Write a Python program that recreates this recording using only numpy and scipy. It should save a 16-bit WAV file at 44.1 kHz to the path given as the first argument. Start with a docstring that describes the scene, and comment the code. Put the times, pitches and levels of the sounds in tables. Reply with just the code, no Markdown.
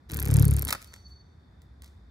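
"""Beetle take-off and landing

A large beetle takes off from a hand close by, flies a short arc and lands with a scrabble and a knock on wood.
Each wingbeat is a low pulse of harmonics, puffs of membrane noise and a click burst that rings the wing case.
Grainy noise bursts make the claws and ring the wood; afterwards they tick and drag.
A wavering sine chirps as the near cricket; narrow noise bands make the far insects and a low rumble."""
import sys
import numpy as np
from scipy import signal
from scipy.fft import rfft, irfft
from scipy.io import wavfile

SR = 44100
rng = np.random.default_rng(int(sys.argv[2]) if len(sys.argv) > 2 else 0)


def persist_wave(psi):
    """Save psi, clipped to +-1, as 16-bit WAV."""
    counts = np.round(np.clip(psi, -1, 1) * 32767).astype(np.int16)
    wavfile.write(sys.argv[1], SR, np.atleast_2d(counts).T)


N = 92610

# Wing edge claps on the wing case, one a beat: t/s, level/dB, rebound against it/dB
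CLAPS = [(0.0928, -41.5, -10.5), (0.1164, -22.5, -20), (0.1428, -14.5, -17), (0.1693, -17, -16),
         (0.1974, -15, -3), (0.2255, -15.5, -18), (0.2535, -22, -3), (0.2831, -24, -10.5),
         (0.3106, -19.5, -7), (0.339, -13, -8.5), (0.367, -13.5, -20), (0.395, -15, -9),
         (0.4231, -14.5, -24.5), (0.4518, -14.5, -22), (0.4797, -17, -9), (0.5091, -18, -13.5),
         (0.5368, -20.5, -12), (0.565, -15.5, -16), (0.5926, -16.5, -12.5), (0.621, -17, -12),
         (0.6495, -17, -12), (0.679, -20.5, -7)]
# Air pulse levels over the flight: t/s, second harmonic/dB, harmonics 1 and 3-5/dB, higher harmonics/dB
PUSH = [(0.09, -58.5, -67.5, -56.5), (0.122, -39.5, -43, -47), (0.216, -31, -44, -46.5),
        (0.345, -26, -23.5, -37.5), (0.41, -24, -22.5, -37), (0.45, -26, -25.5, -43),
        (0.532, -21, -30, -45), (0.68, -38, -48.5, -48), (0.728, -44, -57, -52), (0.77, -55, -60.5, -64.5)]
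UPSTROKE_AT = 0.3112   # share of the beat after the clap


def from_db(db):
    """Gain of a level in dB."""
    return 10 ** (np.asarray(db) / 20)


def rms_one(x):
    """Scale to rms 1."""
    return x / np.sqrt(np.mean(x ** 2) + 1e-20)


def in_time(rows):
    """Level columns in dB, interpolated per sample; -120 dB outside their times."""
    s, *columns = np.transpose(rows)
    t = np.arange(N) / SR
    return [np.interp(t, s, column, left=-120, right=-120) for column in columns]


def at_hz(points, hz):
    """Table value on a log-frequency axis."""
    points_hz, values = np.transpose(points)
    return np.interp(np.log(hz + 1), np.log(points_hz), values)


def colour(x, points):
    """Shape by a spectrum in dB."""
    gain = from_db(at_hz(points, np.fft.rfftfreq(N, 1 / SR)))
    return irfft(rfft(x) * gain, N)


def drift(rate_hz):
    """Slow random wander with rms 1: noise through two equal one-pole lowpasses."""
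    r = np.exp(-2 * np.pi * rate_hz / SR)
    noise = rng.standard_normal(N + SR)
    return rms_one(signal.lfilter([1], [1, -2 * r, r * r], noise)[SR:])   # first second lets it settle


def resonance(x, hz, width_hz):
    """Two-pole resonance with a gain of about 1 at its peak."""
    r = np.exp(-np.pi * width_hz / SR)
    zeros = np.array([1, 0, -1]) * (1 - r * r) / 2
    poles = [1, -2 * r * np.cos(2 * np.pi * hz / SR), r * r]
    return signal.lfilter(zeros, poles, x + 1e-18)


def bursts(s, db, decay_s):
    """Envelope that jumps at each time and dies away exponentially."""
    since = np.arange(N) / SR - np.reshape(s, (-1, 1))
    decay = np.exp(-np.abs(since) / np.reshape(decay_s, (-1, 1)))
    return (from_db(np.reshape(db, (-1, 1))) * (since >= 0) * decay).sum(axis=0)


def ports(x):
    """The two microphone ports hear the same sound with a phase difference by frequency."""
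    # Phase between the ports: f/Hz, lead of the left/rad
    port_phase = [(30, -0.5), (200, 0.92), (600, -1.9), (1250, 1), (2000, -1.69), (3100, -3), (4200, -6),
                  (16000, -5.5)]
    turn = np.exp(.5j * at_hz(port_phase, np.fft.rfftfreq(N, 1 / SR)))
    return irfft(rfft(x) * [turn, 1 / turn], N)


def floor():
    """Stereo background noise, more or less alike in the two ports by frequency."""
    # Background spectrum: f/Hz, relative level/dB
    floor_colour = [(47, -30), (80, -1), (125, -9.5), (217, -13), (601, -27.5), (702, -26), (1530, -30),
                    (1860, -31), (2900, -46), (4520, -40.5), (6170, -50), (16000, -64)]
    # Left-right likeness: f/Hz, correlation (0 to 1)
    likeness = [(60, 0.99), (180, 0.97), (550, 0.1585), (1650, 0.18), (4970, 0.46), (15000, 0.67)]
    hz = np.fft.rfftfreq(N, 1 / SR)
    spectrum_db = at_hz([(40, -32.0)] + list(floor_colour), hz)
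    mid, side = rfft(rng.standard_normal((2, N))) * from_db(spectrum_db)
    alike = at_hz(likeness, hz)
    both = np.sqrt(1 + alike) * mid + np.sqrt(1 - alike) * side * [[1], [-1]]
    return from_db(-56.5) * rms_one(irfft(both, N))


def rumble():
    """A low hum that wavers: noise passed twice through one narrow resonance."""
    hz, width_hz = 64.5, 19.8   # width of each pass
    noise = rng.standard_normal(N)
    return from_db(-53) * rms_one(resonance(resonance(noise, hz, width_hz), hz, width_hz))


def insects():
    """A near cricket, a gated sine on a slightly wandering pitch, and far noise bands that swell."""
    # Near cricket's chirps: start/s, length/s, level/dB
    chirps = [(0.452, 0.053, -57.5), (0.55, 0.084, -60.5), (0.646, 0.058, -59.5), (.735, .04, -58),
              (0.786, 0.034, -75), (0.86, 0.075, -64.5), (0.953, 0.071, -62), (1.052, 0.031, -54),
              (1.102, 0.036, -53.5), (1.151, 0.074, -62.5), (1.247, 0.027, -72.5), (1.295, 0.038, -71),
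              (1.359, 0.13, -83)]
    # Far insects: f/Hz, width of each filter pass/Hz, level/dB, swell centre/s, swell width/s
    chorus = [(3594, 230, -78.5, 1.7, 2), (5986, 230, -70, 0.93, .2), (4830, 399, -88.5, 1.894, .5)]
    edge_s, flutter_db = 0.013, 2.5
    cricket_hz, wander_hz = 4468, 8
    t = np.arange(N) / SR

    gate = sum(from_db(db) * (np.tanh((t - s) / edge_s) - np.tanh((t - s - length) / edge_s)) / 2
               for s, length, db in chirps)
    pitch_hz = cricket_hz + wander_hz * drift(21)
    song = np.sqrt(2) * np.sin(2 * np.pi * np.cumsum(pitch_hz) / SR)
    near = gate * from_db(flutter_db * drift(25)) * song

    noise = rng.standard_normal((2, N))
    far = 0
    for hz, width_hz, db, centre_s, swell_s in chorus:
        band = rms_one(resonance(resonance(noise, hz, width_hz), hz, width_hz))
        far = far + from_db(db) * np.exp(-.5 * ((t - centre_s) / swell_s) ** 2) * band
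    return near * from_db([[-1.5], [.1]]) + far


def beats():
    """Wingbeats counted from clap to clap, running on for five beats at the last pace."""
    s = np.array(CLAPS)[:, 0]
    before = 2 * s[0] - s[1]
    after = s[-1] + (s[-1] - s[-2]) * np.arange(1, 6)
    s = np.r_[before, s, after]
    return np.interp(np.arange(N) / SR, s, np.arange(len(s)))


def air_pulse(beat):
    """Harmonics that line up at the downstroke and, weaker, at the upstroke; the high ones unsteadier."""
    # Harmonics of the beat: multiple, level column of PUSH (0 to 2), offset from that column/dB
    orders = [(1, 1, -14), (2, 0, 2.5), (3, 1, 2), (4, 1, 1), (5, 1, -9), (6, 2, -5.5), (7, 2, -6),
              (8, 2, -10), (9, 2, -14), (10, 2, -9), (12, 2, -12), (14, 2, -14.5)]
    downstroke_at = .58   # share of the beat after the clap
    wobble_db, wobble_hz = 4.5, 23.4
    levels = in_time(PUSH)
    out = 0
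    for k, column, db in orders:
        wobble = wobble_db * drift(wobble_hz) * (1 if k > 4 else 0.25)
        upstroke_share = 0.65 if k > 5 else 0.25
        down = np.cos(2 * np.pi * k * (beat - downstroke_at))
        up = np.cos(2 * np.pi * k * (beat - UPSTROKE_AT))
        out = out + from_db(levels[int(column)] + db + wobble) * np.sqrt(2) * (down + upstroke_share * up)
    return out


def wash(beat):
    """Stirred air: partly shared low noise at each port, in a gust at every upstroke."""
    gust = 0.36 + np.exp(-.5 * ((beat % 1 - UPSTROKE_AT) / 0.13) ** 2)   # width as share of the beat
    shared, *own = rng.standard_normal((3, N))
    air = rms_one(resonance(shared + 1.1 * np.array(own), 280, 300.8))
    return from_db(in_time(PUSH)[2] - 2.5) * gust * air


def rustle(beat):
    """Membrane noise in puffs at fixed points of the stroke, each with its own chance strength."""
    # Membranes over the flight: t/s, level/dB
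    rustle_level = [(0.09, -54), (0.1, -51), (0.2, -48), (0.7, -50.5)]
    # Puffs in each beat: place (share of the beat), width (share of the beat), level/dB
    puffs = [(.07, 0.05, -3.5), (.3, 0.07, 3.5), (.5, 0.083, -27), (.77, 0.065, 9.5)]
    # Membrane spectrum: f/Hz, relative level per Hz/dB
    membrane_colour = [(400, -2.5), (800, -3), (1500, 1.5), (2800, 2.5), (4000, -3), (7000, -8.5),
                       (11000, -11), (16000, -13.5)]
    scatter_db, wide = 4, 0.41   # wide: share that differs between the ports
    level_db, = in_time(rustle_level)

    chance = np.clip(rng.standard_normal((40, len(puffs))), -2, 1.5)[beat.astype(int)]
    gate = sum(from_db(db + scatter_db * chance[:, k]) * np.exp(-.5 * ((beat % 1 - at) / width) ** 2)
               for k, (at, width, db) in enumerate(puffs))

    crackly = rng.standard_normal((2, N)) * from_db(4.1 * drift(470))
    mid, side = rms_one(colour(crackly, membrane_colour))
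    side = signal.sosfilt(signal.butter(2, 3000, "low", fs=SR, output="sos"), side)
    return from_db(level_db + 2) * gate * (ports(mid) + wide * side * [[1], [-1]])


def claps():
    """A short rattle of clicks and its rebound ring the wing case, with a broad treble crack."""
    # Wing case resonances: f/Hz, width/Hz, relative level/dB
    wing_case = [(6420, 1190, -11), (9250, 1100, -3), (11910, 474, 2.5), (14970, 897, -9.5)]
    # The rebound comes sooner once airborne: t/s, lag/s
    rebound_lag = [(.26, .0045), (.33, .0025)]
    s, db, rebound_db = np.transpose(CLAPS)
    scatter_s = .0004 * np.clip(rng.standard_normal(len(s)), -1.5, 1.5)
    later = s + np.interp(s, *np.transpose(rebound_lag)) + scatter_s

    # the crack sounds 1.1 ms after the beat mark and dies with a 0.57 ms time constant
    envelope = bursts(np.r_[s, later] + 0.0011, np.r_[db, db + rebound_db] - 3.5, 0.00057)
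    crack = rng.choice([-1, 1], N) * envelope
    rings = sum((-1) ** k * from_db(d + 10.5) * resonance(crack, hz, width_hz)
                for k, (hz, width_hz, d) in enumerate(wing_case))
    treble = signal.sosfilt(signal.butter(2, 3000, "high", fs=SR, output="sos"), crack)
    return rings + from_db(-11) * treble


def claws():
    """Each touch is a dying burst of grainy noise, bright in itself, that also rings the wood."""
    # Touches, all three: t/s, level/dB, wood's ring against it/dB, treble against it/dB, decay time/s
    landing = [(0.6791, -26.5, -21.5, 1, 0.0044), (0.6862, -23, -16, -1.5, 0.0046),
               (0.693, -26, -10.5, -0.5, 0.0024), (0.7047, -16, -21.5, 0, 0.0022),
               (0.7082, -25, -16, -5, 0.0038), (0.7232, -29.5, -8, -5, 0.0043),
               (0.7267, -4, -14, 7, .00025), (0.7275, -17, -4, -2, .0012), (0.7322, -26, -7.5, 6, 0.0021),
               (0.7365, -32.5, -2.5, 3, 0.0032), (0.7485, -35, -1, 0, .006)]   # body and claws strike the wood
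    steps = [(0.8176, -37.5, -20, 4, 0.0011), (0.8258, -34.5, -22, 4, 0.00085),
             (0.8443, -35.5, -40, 3.5, 0.0012), (0.8734, -45, -20, 1, .002),
             (0.9231, -49.5, -6, -12, 0.0022), (0.9333, -46, -4, -14, 0.0017),
             (0.9388, -30.5, -25, -9, 0.0013), (0.9617, -43, -15, -5, 0.00096),
             (1.618, -49.5, -18, 1.5, 0.0016), (1.8206, -40, -21, 0, .0018), (1.8357, -45, -11, -6, .0015),
             (1.8431, -44, -30, -0.5, 0.0018), (1.8592, -52.5, -21, -3, .003),
             (1.877, -54, -19, -5, 0.0032)]       # claws tick on the wood
    scuffs = [(0.81, -56, -13, 1.5, 0.077), (0.934, -52.5, -18, -11, 0.042), (1.08, -66, -25, -2, .04),
              (1.621, -71, -25, 3, 0.027), (1.83, -56, -22, -8, .06)]     # legs drag over the wood, soft scratches
    # Wood modes: f/Hz, relative level/dB, t60/s
    wood_modes = [(577, 1.5, 0.017), (914, -3.5, 0.01194), (1300, 1.8, 0.0097), (1620, 0.5, 0.015),
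                  (1935, -5.5, 0.0052)]
    # Claw spectrum: f/Hz, relative level per Hz/dB
    claw_colour = [(1180, -32), (2000, -5.5), (2850, -5), (3610, -4.5), (11900, -10), (15400, -11.5),
                   (16500, -27)]
    grains_per_s, rise_s = 9000, .0003
    claw_db, drive_db = -5, 5
    s, db, wood_db, treble_db, length_s = np.transpose(landing + steps + scuffs)
    r = np.exp(-1 / (rise_s * SR))

    def touch(level_db):
        """Envelope of all touches with a softened onset."""
        return signal.lfilter([1 - r], [1, -r], bursts(s, db + level_db, length_s))

    clicks = (rng.random(N) < grains_per_s / SR) * np.minimum(rng.exponential(1, N), 2)
    grains = rng.standard_normal(N) * (0.5 + clicks)
    bright = rms_one(colour(grains, claw_colour))
    dull = signal.sosfiltfilt(signal.butter(2, 8000, "low", fs=SR, output="sos"), bright)

    push = rms_one(grains) * touch(wood_db + drive_db)
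    wood = sum((-1) ** k * from_db(d + 13.0) * resonance(push, hz, np.log(1000) / np.pi / t60)
               for k, (hz, d, t60) in enumerate(wood_modes))
    return dull * touch(claw_db) + (bright - dull) * touch(claw_db + treble_db) + wood


def room(x):
    """A diffuse dying noise tail, different on each side."""
    t60_s, wall_cut_hz = 0.46, 8100
    t = np.arange(SR) / SR
    tail = rng.standard_normal((2, SR)) * from_db(-60 * t / t60_s) * (t > .004)
    tail = signal.sosfilt(signal.butter(1, [500, wall_cut_hz], "band", fs=SR, output="sos"), tail)
    return signal.fftconvolve(x[None], tail / np.sqrt(np.sum(tail[0] ** 2)))[:, :N]


def scene():
    """Background and insects, the beetle's wings and feet, and their echo."""
    background = floor() + rumble() + insects()
    beat = beats()
    low = ports(air_pulse(beat)) * from_db([[.7], [-.7]]) + wash(beat)
    membranes = rustle(beat)
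    wings, feet = claps(), claws()
    hard = ports(wings + feet) * from_db([[-.3], [.3]])
    echo = room(from_db(-24) * wings + from_db(-20) * feet)
    return background + low + membranes + hard + echo


def record(dry):
    """The microphone's dip in the presence range; the deepest bass and the top are cut."""
    dry = dry - .6 * resonance(dry, 2800, 265)   # dip centre and width in Hz
    dry = signal.sosfilt(signal.butter(2, 39, "high", fs=SR, output="sos"), dry)
    return signal.sosfilt(signal.cheby2(12, 70, 17050, fs=SR, output="sos"), dry)


dry = scene()
out = record(dry)
persist_wave(out)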